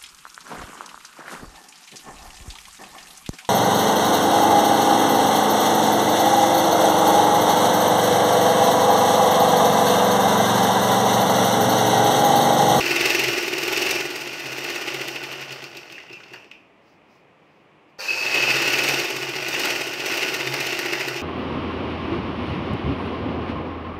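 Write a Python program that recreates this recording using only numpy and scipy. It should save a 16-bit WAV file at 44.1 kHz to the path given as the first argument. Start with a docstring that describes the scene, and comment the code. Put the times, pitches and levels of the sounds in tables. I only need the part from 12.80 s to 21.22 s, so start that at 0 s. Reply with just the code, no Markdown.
"""Belt-driven sewing machine

A cast-iron machine stitches cloth on a wooden table in a small quiet room. Each shaft turn repeats a
round of impacts (feed, needle, shuttle, take-up lever) that excite resonances in wood and steel, over
the chatter of loose joints. It coasts to a halt with clacks and belt squeaks, and the cloth slides.
Then the belt snaps taut and squeals, the loaded motor buzzes, and a second seam is sewn."""
import sys
import numpy as np
from scipy import signal
from scipy.fft import rfft, irfft
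from scipy.io import wavfile
from scipy.ndimage import uniform_filter1d

SR = 44100
rng = np.random.default_rng(int(sys.argv[2]) if len(sys.argv) > 2 else 0)


def to_wav(sig):
    """Store sig (one row per channel, or 1-D mono) as 16-bit WAV at the path in sys.argv[1].

    Samples outside -1..1 are clipped; the rate is SR.
    """
    pcm = np.clip(np.atleast_2d(sig), -1, 1) * 32767
    pcm = np.round(pcm).astype(np.int16)
    wavfile.write(sys.argv[1], SR, pcm.T)  # frames by channels


N = 371322
TIME = np.arange(N) / SR
TAIL = TIME[:SR // 2]  # time axis of an impulse response

# the impacts of one stitch: angle_turns, table_db, steel_db, tick_db
STROKES = [(-.43, 3, -3.5, -15.5), (-.3, -4.5, -1.5, -13.5), (-.15, 2, -4, 2.5), (-.08, -0.5, -3, 5.5),
           (-.02, -0.5, -0.5, 3), (.025, -3.5, -0.5, -8), (.1, -3, -5, -11.5), (0.301, 1, -2.5, -25)]
# single clacks, as slack joints fall over or the needle hits a thick fold:
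# start_s, steel_db, table_relative_db, tick_relative_db, clink_relative_db, clink_hz
CLACKS = [(2.08, -12.5, -7, -13, 6, 2730), (2.144, -10.5, -6, -5, 5.5, 2720),
          (2.213, -10.5, -4, -6, 3, 2580), (2.283, -9.5, -4, -4, 5, 2710), (2.359, -10.5, -4, -11, 7, 2760),
          (2.436, -12.5, -4, -8, 6, 2440), (2.5132, -13.5, -6, -18, 7, 2690), (2.527, -17, 0, -5, 0, 2750),
          (2.606, -19, -4, -16, 4, 2790), (2.7063, -14.5, -2, -14, 3, 2860), (2.723, -16, -3, -5, 3, 4720),
          (2.7587, -21, -1, -20, 6, 1500), (2.8201, -18, -4, -16, 6, 2760), (2.84, -17, -4, -6.5, 2, 4720),
          (2.9478, -22, -9, -18, 9, 2740), (2.97, -19.5, -5, -3, 5, 4720), (3.0313, -26, -4, -22, 4, 2690),
          (3.0992, -24, -8, -20, 10, 2790), (3.123, -23, -4, -3, 2, 4720), (3.1807, -19, -10, -30, 9, 2000),
          (3.1995, -22.5, -3, -28, 5, 2770), (3.296, -25, -6, -25, 5, 2750), (3.329, -22, -2, -12, 2, 5200),
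          (3.4027, -29, 0, -29, 7, 1400), (3.433, -24, -8, -28, 8, 2540), (3.5342, -19.5, -2, -14, 6, 1740),
          (3.539, -22.5, -1, -9, 7, 910), (3.5574, -25, -2, -25, 3, 2710), (3.6436, -28, -1, -25, 6, 380),
          (3.713, -22, -9, -18, 8, 2600), (7.545, -12, -2, -13, 4, 2600), (7.6725, -5, -4, -10.5, 3, 1970),
          (7.7404, -7, 0, -5, 6, 1980), (7.922, -13, -6, -8, 6, 2050), (7.99, -10, 1, 0, 8, 1950),
          (8.06, -10, 2, -7, 6, 1950), (8.1319, -6.5, 1, -6, 9.5, 1950), (8.209, -6, -3, -9, 4.5, 1970),
          (8.283, -11, -3, -2, 7, 2020)]
# normal modes of the bed plate: pitch_hz, level_db, t60_s
PLATE_MODES = [(1480, -4.5, .22), (1690, -9.5, .2), (1999, -7, .14), (2112, -2.5, .13), (2390, -2.5, .16),
               (2438, -3, 0.24), (2571, -1, .15), (2715, -1, 0.099), (3647, -4.5, 0.16), (4320, -5, .12),
               (4760, -5, .08), (5640, -8.5, 0.13)]
# spectrum of the belt rasping on the pulley: frequency_hz, level_db
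RASP_SPECTRUM = [(600, -72), (2000, -32), (2450, -5), (2640, -1), (2830, -5), (3100, -23), (6000, -55)]


def amp(db):
    """Decibels to amplitude ratio."""
    return 10 ** (np.asarray(db) / 20)


def unit(x):
    """Normalisation to unit energy."""
    return x / np.sqrt(np.sum(x ** 2))


def curve(rows, time=TIME):
    """Linear interpolation between (time_s, value) rows."""
    return np.interp(time, *np.transpose(rows))


def envelope(start_s, attack_s, end_s, release_s):
    """Linear attack, hold, exponential release."""
    return np.clip((TIME - start_s) / attack_s, 0, 1) * np.exp(-np.maximum(TIME - end_s, 0) / release_s)


def wander(rate_hz):
    """Random modulation: smoothed noise of unit standard deviation."""
    size = int(SR / rate_hz)
    x = uniform_filter1d(uniform_filter1d(rng.standard_normal(N), size), size)
    return x / np.std(x)


def fade(t60):
    """Exponential damping, by 60 dB in t60 seconds."""
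    return np.exp(-np.log(1000) * TAIL / t60)


def ring(force, response):
    """A linear system convolves the force with its impulse response."""
    return signal.fftconvolve(force, response)[:N]


def colour(x, spectrum):
    """Minimum-phase filter of unit energy, shaped by (frequency_hz, level_db) rows."""
    size = 2048
    hz, db = np.transpose(spectrum)
    log_hz = np.log(np.maximum(np.fft.rfftfreq(size, 1 / SR), 1))
    cepstrum = irfft(np.log(amp(np.interp(log_hz, np.log(hz), db))))
    cepstrum[1:size // 2] *= 2
    cepstrum[size // 2 + 1:] = 0
    response = unit(irfft(np.exp(rfft(cepstrum))))
    return signal.fftconvolve(x, response)[:len(x)]


def modes(rows):
    """Free vibration as a sum of damped normal modes."""
    return unit(sum(amp(db) * fade(t60) * np.sin(2 * np.pi * (hz * TAIL + rng.random()))
                    for hz, db, t60 in rows))


def body(spectrum, t60, room_db):
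    """Overlapping modes answer a blow like decaying noise, followed by the room's reverberation."""
    crack, room = rng.standard_normal((2, len(TAIL)))
    reverberation = unit(room * fade(t60=0.49) * (1 - fade(0.026)))
    bins = rfft(unit(crack * fade(t60)) + amp(room_db) * reverberation)
    # the modes share the energy evenly over wide bands, so the part keeps its own colour
    bins /= np.sqrt(uniform_filter1d(np.abs(bins) ** 2, size=60))
    taper = np.cos(np.pi / 2 * TAIL / TAIL[-1])
    return unit(colour(irfft(bins, len(TAIL)) * taper, spectrum))


def strike(force, spots, spectrum, t60, room_db):
    """The response depends on the point of impact: each blow lands on one of several spots."""
    spot = rng.integers(0, spots, N)
    return sum(ring(force * (spot == k), body(spectrum, t60, room_db)) for k in range(spots))


def blows(times, sizes):
    """Brief contacts idealised as impulses."""
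    inside = (times >= 0) & (times < TIME[-1])
    return np.bincount((times[inside] * SR).astype(int), sizes[inside], N)


def rebounds(times, sizes, bounce_s, bounce_db):
    """Inelastic collision: each blow rebounds three times at uneven gaps, weaker each time."""
    force = blows(times, sizes)
    for gap in rng.standard_normal((3, len(times))):
        times = times + bounce_s * np.exp(.5 * gap)
        sizes = -sizes * amp(bounce_db)
        force = force + blows(times, sizes)
    return force


def shaft():
    """Angle in turns is the integral of speed in turns a second; one turn makes one stitch."""
    # shaft speed under the foot pedal: time_s, turns_per_s
    pedal = [(0.0, 18.8), (0.393, 22.49), (0.697, 19.27), (1.065, 22.43), (1.6, 15.15), (1.885, 17.71),
             (2.257, 14.24), (2.438, 11.75), (3.323, 4.05), (3.501, 5.39), (3.78, 0.0), (5.19, 0),
             (5.27, 4.15), (5.466, 9.48), (5.761, 16.68), (6.098, 20.09), (6.503, 14.41), (6.886, 19.53),
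             (7.16, 15.09), (7.38, 18.86), (7.675, 14.51), (7.885, 16.49), (8.42, 10.88)]
    speed = curve(pedal)
    return .8044 + np.cumsum(speed) / SR, speed


def once_a_turn(turns, angle_turns):
    """The times at which the shaft passes a given angle."""
    return np.interp(np.arange(1, turns[-1]) + angle_turns, turns, TIME)


def rattle(turns, speed, stroke_db, chatter_db, chatter_per_s, scatter_db, bounce_s, bounce_db):
    """Backlash: the periodic blows on a part jitter and rebound, with random chatter between them."""
    angles = np.arange(np.ceil(turns[-1]) + 1)[:, None] + np.array(STROKES)[:, 0]
    play, force = rng.standard_normal((2,) + angles.shape)
    times = np.interp(angles + .008 * play, turns, TIME, left=-1, right=-1).ravel()
    knocks = rebounds(times, amp(stroke_db + scatter_db * force).ravel(), bounce_s, bounce_db)
    # down to 15 turns a second, a slower shaft packs the same energy into fewer knocks
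    knocks = unit(knocks) * np.sqrt(turns[-1] * SR / np.maximum(speed, 15))
    chatter = (rng.random(N) < chatter_per_s / SR) * rng.standard_normal(N)
    share = amp(chatter_db)
    return (knocks + share * unit(chatter) * np.sqrt(N)) / np.hypot(1, share)


def impact_forces(turns, speed, running):
    """Impact excitation: blows on table, steel and needle plate grow with speed and needle effort."""
    # how hard the needle pushes through the folded cloth: time_s, level_db
    effort = [(.12, 2), (.65, -2.5), (1.1, -2), (1.3, -5.5), (1.5, -4), (1.95, -2.5), (2.35, -2.5),
              (2.65, -2.5), (2.9, -4.5), (3.6, -7), (6.0, 3), (6.35, -1.5), (6.85, 1.8), (7.05, -1.5),
              (7.3, 1), (7.4, 1), (7.62, 1.5), (7.82, 2), (8.2, 2), (8.42, 3.5)]
    effort_db = curve(effort)
    shudder = envelope(start_s=5.25, attack_s=0.27, end_s=5.674, release_s=0.14)
    stitch_db = 0.73 * rng.standard_normal(int(turns[-1]) + 2)[np.rint(turns).astype(int)]
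    overspeed = speed - 18  # turns a second above cruising speed
    # above cruising speed the knocks stand out of the chatter
    loose_db = 3 + 0.16 * effort_db + 0.5 * shudder - 0.6 * np.maximum(overspeed, 0)

    def drive(cruise_db, speed_slope_db, shudder_db):
        level_db = cruise_db + speed_slope_db * overspeed + shudder_db * shudder
        return running * amp(level_db + effort_db + stitch_db)

    _, table_db, steel_db, tick_db = np.transpose(STROKES)
    table = rattle(turns, speed, table_db, chatter_db=loose_db - 4, chatter_per_s=1500,
                   scatter_db=1.5, bounce_s=.0012, bounce_db=-6)
    steel = rattle(turns, speed, steel_db, chatter_db=loose_db - 7, chatter_per_s=600,
                   scatter_db=1.54, bounce_s=.0013, bounce_db=-2.5)
    tick = rattle(turns, speed, tick_db, chatter_db=loose_db - 5, chatter_per_s=1300,
                  scatter_db=3, bounce_s=.0011, bounce_db=-1.5)
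    table *= drive(cruise_db=-33, speed_slope_db=0.83, shudder_db=6)
    steel *= drive(cruise_db=-28, speed_slope_db=0.95, shudder_db=7.4)
    tick *= drive(cruise_db=-42, speed_slope_db=1.52, shudder_db=6.6)
    start_s, clack_db, table_relative_db, tick_relative_db, _, _ = np.transpose(CLACKS)
    steel += rebounds(start_s, amp(clack_db), bounce_s=.0014, bounce_db=-1)
    table += rebounds(start_s, amp(clack_db + table_relative_db), bounce_s=.003, bounce_db=-3)
    tick += rebounds(start_s, amp(clack_db + tick_relative_db), bounce_s=.00074, bounce_db=-7.5)
    return table, steel, tick


def clatter(table, steel, tick):
    """Source and filter: each struck part colours its blows with its own resonances."""
    # spectra of the wooden table, steel works, needle ticks, and hook with needle plate:
    # frequency_hz, level_db
    wood_spectrum = [(40, -42), (65, -27.5), (100, -24.5), (160, -17.5), (205, -18.5), (275, -12),
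                     (375, -5.5), (490, -10), (659, -7.5), (782, -11), (840, -8), (1030, -15.5),
                     (1130, -11.5), (1320, -14.5), (1450, -7), (1550, -13), (2020, -45), (3410, -120)]
    steel_spectrum = [(910, -35), (1550, -9.5), (1610, -12), (1820, -2.5), (2040, -2), (2260, -3.5),
                      (2380, -1.5), (2660, 2), (2790, 1), (3440, -13), (3750, -16), (4090, -15.5),
                      (4600, -10.5), (5460, -12), (7500, -25), (9750, -37), (16500, -120)]
    tick_spectrum = [(3820, -24), (6500, -3), (7780, -3.5), (9070, -5), (9760, -15), (11500, -5.5),
                     (12500, -8.5), (13700, -0.5), (15200, -15.5), (15600, -11)]
    hook_spectrum = [(2800, -27.5), (3800, -2.5), (4700, -1), (5900, -1), (7500, -21.5)]
    wood = strike(table, spots=4, spectrum=wood_spectrum, t60=0.024, room_db=-4)
    works = strike(steel, spots=3, spectrum=steel_spectrum, t60=0.017, room_db=-7.5)
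    plate = amp(-8.5) * ring(steel, modes(PLATE_MODES))
    needle = body(tick_spectrum, t60=0.023, room_db=-9)
    hook = amp(4.5) * body(hook_spectrum, t60=0.0085, room_db=-5)
    return wood + works + plate + ring(tick, needle + hook)


def needle_bar_slaps(turns):
    """The bar rebounds in its guide once a stitch and excites the upper modes of the bed plate."""
    # spectrum of the slap: frequency_hz, level_db
    slap_spectrum = [(1200, -31.5), (1800, -7), (2080, -2), (2230, -3), (2400, -1), (2700, 2), (3000, -6.5),
                     (3400, -18), (10000, -53)]
    # strength of the slap, greatest at full speed: time_s, level_db
    slap_force = [(0, -3), (.26, 2.5), (.48, -1), (.62, -10), (.8, -8), (.98, -2.5), (1.12, -3), (1.4, -17),
                  (2.4, -20), (3.6, -45), (5.4, -20), (5.75, -4), (6.1, -3), (6.45, -18), (6.86, -9),
                  (7.15, -17), (7.4, -15), (8.42, -22)]
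    times = once_a_turn(turns, angle_turns=-.11)
    hits = rebounds(times, amp(curve(slap_force, times)), bounce_s=.0028, bounce_db=-1)
    slaps = strike(hits, spots=3, spectrum=slap_spectrum, t60=.024, room_db=-8.5)
    return slaps + amp(-8) * ring(hits, modes(PLATE_MODES[3:]))


def table_hum(turns):
    """The table top is a soundboard: each downstroke thuds, and its modes swell into a pulsing hum."""
    # how hard the needle bar drums the top: time_s, level_db
    drum_force = [(0, -0.5), (.2, 1), (.45, 0.5), (.62, -2.5), (1.12, -0.5), (1.4, -12), (1.7, -10.5),
                  (2.15, -7), (2.6, -14.5), (3.6, -19.5), (5.5, -11.5), (6.0, -2), (6.5, -8), (7.3, -6),
                  (8.15, -1.5), (8.42, -5.5)]
    # normal modes of the top: pitch_hz, level_db, t60_s
    top_modes = [(299.5, -10, 0.31), (347.1, 1, .27), (371, 0, .22), (392, -5, .16), (418.4, -7, .15),
                 (653, -14.5, .2), (833, -13, .2), (1152, -17, .25)]
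    # spectrum of the dull blow: frequency_hz, level_db
    thud_spectrum = [(220, -45), (310, -14), (372, 1), (425, -3), (540, -30), (1000, -70.5)]
    times = once_a_turn(turns, angle_turns=-.12)
    drum = blows(times, amp(rng.standard_normal(len(times)))) * amp(curve(drum_force))
    hum = sum(amp(db) * fade(t60) * np.cos(2 * np.pi * hz * TAIL) for hz, db, t60 in top_modes)
    swelling_hum = unit(hum * (1 - fade(0.057)))
    return amp(1) * ring(drum, swelling_hum) + amp(-4) * colour(drum, thud_spectrum)


def resonance(hz, centre_hz, width_hz):
    """Lorentzian response of a single resonance."""
    return 1 / (1 + (2 * (hz - centre_hz) / width_hz) ** 2)


def stand_boom(turns, speed):
    """Forced vibration: the stand booms on the nearest shaft harmonic; the third rocks its legs."""
    # level of the boom in each seam: time_s, level_db
    first_seam = [(0.0, -42), (0.1, -43), (0.31, -53.5), (0.5, -39), (0.6, -66), (0.7, -47), (1.59, -56),
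                  (1.69, -44.5), (1.97, -60), (2.19, -44), (2.36, -53), (2.61, -49.5), (3.14, -64),
                  (3.7, -60)]
    second_seam = [(5.3, -63), (5.77, -36), (5.8, -46), (6.19, -40), (6.271, -65), (6.34, -44.5),
                   (7.52, -56.5), (7.7, -37.5), (7.99, -54), (8.31, -40), (8.42, -50)]
    orders = np.arange(5, 32)[:, None]
    share = resonance(orders * speed, centre_hz=134.6, width_hz=5)
    boom = np.sum(share * np.sin(2 * np.pi * orders * turns), axis=0)
    boom /= np.sum(share ** 2, axis=0) ** 0.55  # evens out the level between resonances
    boom_db = curve(np.vstack([first_seam, second_seam])) - 0.5 + 2 * wander(23)
    legs = np.sin(6 * np.pi * turns) * resonance(3 * speed, centre_hz=65, width_hz=5.8)
    return np.sqrt(2) * (amp(boom_db) * boom + amp(-55.5) * legs)


def room_air():
    """The room's background is stationary coloured noise."""
    # spectrum of the air: frequency_hz, level_db
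    air_spectrum = [(15, -29.5), (25, -49.5), (27, -36), (50, -23), (110, -11), (188, -4), (253, -10.5),
                    (289, -4.5), (322, -5), (469, -7), (741, -9), (1170, -12), (1490, -18), (2490, -13),
                    (3930, -31), (15500, -55.5)]
    return amp(-55) * colour(rng.standard_normal(N), air_spectrum)


def joint_clinks():
    """Heavily damped resonance: each clack rings briefly around the pitch of the part that is hit."""
    slope_db_per_octave = -39
    out = np.zeros(N + len(TAIL))
    for start_s, db, _, _, relative_db, hz in CLACKS:
        band = [(hz * 2 ** octaves, slope_db_per_octave * abs(octaves)) for octaves in (-2, 0, 2)]
        start = int(start_s * SR)
        out[start:start + len(TAIL)] += amp(db + relative_db) * body(band, t60=0.037, room_db=-6)
    return out[:N]


def belt_squeaks():
    """Friction on the coasting pulley gives short wavering tones that sag in pitch, over a rasp."""
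    # squeaks of the belt: centre_s, half_width_s, pitch_hz, level_db
    squeaks = [(2.975, .025, 2720, -42), (3.146, 0.02, 2650, -40), (3.305, 0.028, 2760, -47),
               (3.332, 0.0093, 5230, -46.5), (3.35, 0.034, 2680, -44), (3.543, 0.011, 4520, -49),
               (3.564, 0.077, 2690, -49.5), (3.745, 0.03, 2430, -51)]
    sag_hz_per_s = 850
    waver, flutter = 1 + 0.00603 * wander(128), amp(2.5 * wander(110))
    tones, rub = 0, 0
    for centre_s, half_width_s, hz, db in squeaks:
        swell = amp(db) * np.exp(-((TIME - centre_s) / half_width_s) ** 2)
        pitch_hz = (hz - sag_hz_per_s * (TIME - centre_s)) * waver
        tones += swell * np.sin(2 * np.pi * np.cumsum(pitch_hz) / SR)
        rub += swell
    rasp = ring(rub * rng.standard_normal(N), body(RASP_SPECTRUM, t60=0.027, room_db=-3.5))
    return tones * flutter + amp(-0.5) * rasp


def cloth_swishes():
    """Sliding friction of fibres makes grainy noise as the fabric is straightened."""
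    # cloth sliding under the hands: centre_s, half_width_s, level_db
    slides = [(4.1, 0.071, -72), (4.343, 0.067, -70.5), (4.75, 0.13, -80), (5.1, 0.017, -76)]
    swish = sum(amp(db) * np.exp(-((TIME - centre_s) / half_width_s) ** 2)
                for centre_s, half_width_s, db in slides)
    fibres = rng.standard_normal(N) * amp(4 * rng.standard_normal(N))
    return colour(swish * fibres, [(1500, -30), (5000, 5), (9000, -19), (15000, -14)])


def belt_snap():
    """The belt snaps taut, and the impulse sets the motor bracket into free vibration."""
    # normal modes of the bracket: pitch_hz, level_db, t60_s
    bracket_modes = [(448, -3.5, 0.18), (521, -2, 0.56), (1410, -4, 0.17), (1840, -5, 0.18),
                     (4540, 3, 0.096), (4640, -7, 0.14), (5450, -3, 0.066)]
    return ring(blows(times=np.array([5.189]), sizes=amp([-7.5])), modes(bracket_modes))


def motor_buzz(mains_hz, brushes):
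    """The loaded motor's force pulses at twice the mains frequency; beats and brush noise ring it."""
    # spectrum of the motor: frequency_hz, level_db
    buzz_spectrum = [(150, -44), (250, -29), (516, -4), (658, -12), (913, -7), (1050, -13), (1820, -4.5),
                     (2160, -11), (2620, 3.5), (3330, -21), (4550, -3), (8920, -25), (9720, -30),
                     (13500, -22), (15500, -35)]
    load = amp(-31.5) * envelope(start_s=5.183, attack_s=0.014, end_s=5.77, release_s=0.092)
    times = np.arange(0, TIME[-1], .5 / mains_hz)
    beats = blows(times, amp(2 * rng.standard_normal(len(times)))) * np.sqrt(SR / mains_hz / 2)
    return ring((.5 * beats + 0.89 * brushes) * load, body(buzz_spectrum, t60=0.026, room_db=-2))


def belt_squeal(pulse, brushes):
    """Stick-slip friction: the belt sings, rasps and rings the pulley in uneven jerks."""
    # how hard the belt slips until the shaft catches up: time_s, level_db
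    slip_levels = [(5.265, -49), (5.288, -20.5), (5.32, -25.5), (5.39, -27), (5.46, -24), (5.55, -23),
                   (5.62, -23), (5.68, -23.5), (5.8, -28), (6.1, -31), (6.3, -45)]
    # tones of the slipping belt: pitch_hz, level_db
    partials = [(2577, -3), (4520, -21), (5160, -27)]
    # normal modes of the pulley: pitch_hz, level_db, t60_s
    pulley_modes = [(2587, -1.5, 0.1), (2610, -3, .07), (2680, -8, .06), (2820, -9, .09), (2870, -13, .09)]
    throb_depth, jerks_per_s = 0.19, 45
    start_s, end_s = slip_levels[0][0], slip_levels[-1][0]
    slip = amp(curve(slip_levels)) * (TIME > start_s) * (TIME < end_s)
    waver = 1 + 0.003 * wander(26.1) + 0.002 * wander(153)
    tones = sum(amp(db) * np.sin(2 * np.pi * np.cumsum(hz * waver) / SR) for hz, db in partials)
    squeal = tones * slip * (1 + throb_depth * pulse) * amp(2 * wander(90))
    rasp = amp(-12) * ring(brushes * slip, body(RASP_SPECTRUM, t60=0.025, room_db=-1))
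    times = np.arange(start_s, end_s, 1 / jerks_per_s)
    late, force = rng.standard_normal((len(times), 2)).T
    jerks = blows(times + .005 * late, amp(24 + 2.5 * force))
    return squeal + rasp + ring(jerks * slip, modes(pulley_modes))


def motor_start():
    """Amplitude modulation: the same pulses of the motor shape its buzz and the belt's squeal."""
    mains_hz = 50
    pulse = np.abs(np.sin(2 * np.pi * mains_hz * TIME)) ** 8
    pulse /= np.std(pulse)
    brushes = pulse * rng.standard_normal(N)
    return motor_buzz(mains_hz, brushes) + belt_squeal(pulse, brushes) + belt_snap()


def scene():
    """Superposition of machine, motor, belt, cloth and room air in one channel."""
    turns, speed = shaft()
    running = np.tanh((speed / 4) ** 2)  # the works fall quiet as the shaft stops
    machine = clatter(*impact_forces(turns, speed, running)) + running * stand_boom(turns, speed)
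    machine += needle_bar_slaps(turns) + table_hum(turns) + joint_clinks()
    return (machine + motor_start() + belt_squeaks() + cloth_swishes() + room_air())[None]


def record(dry):
    """Band limiting: the phone's steep low-pass filter cuts the highest treble."""
    cutoff_hz = 15650
    return signal.sosfilt(signal.ellip(10, .2, 80, cutoff_hz, fs=SR, output="sos"), dry)


dry = scene()
out = record(dry)
to_wav(out)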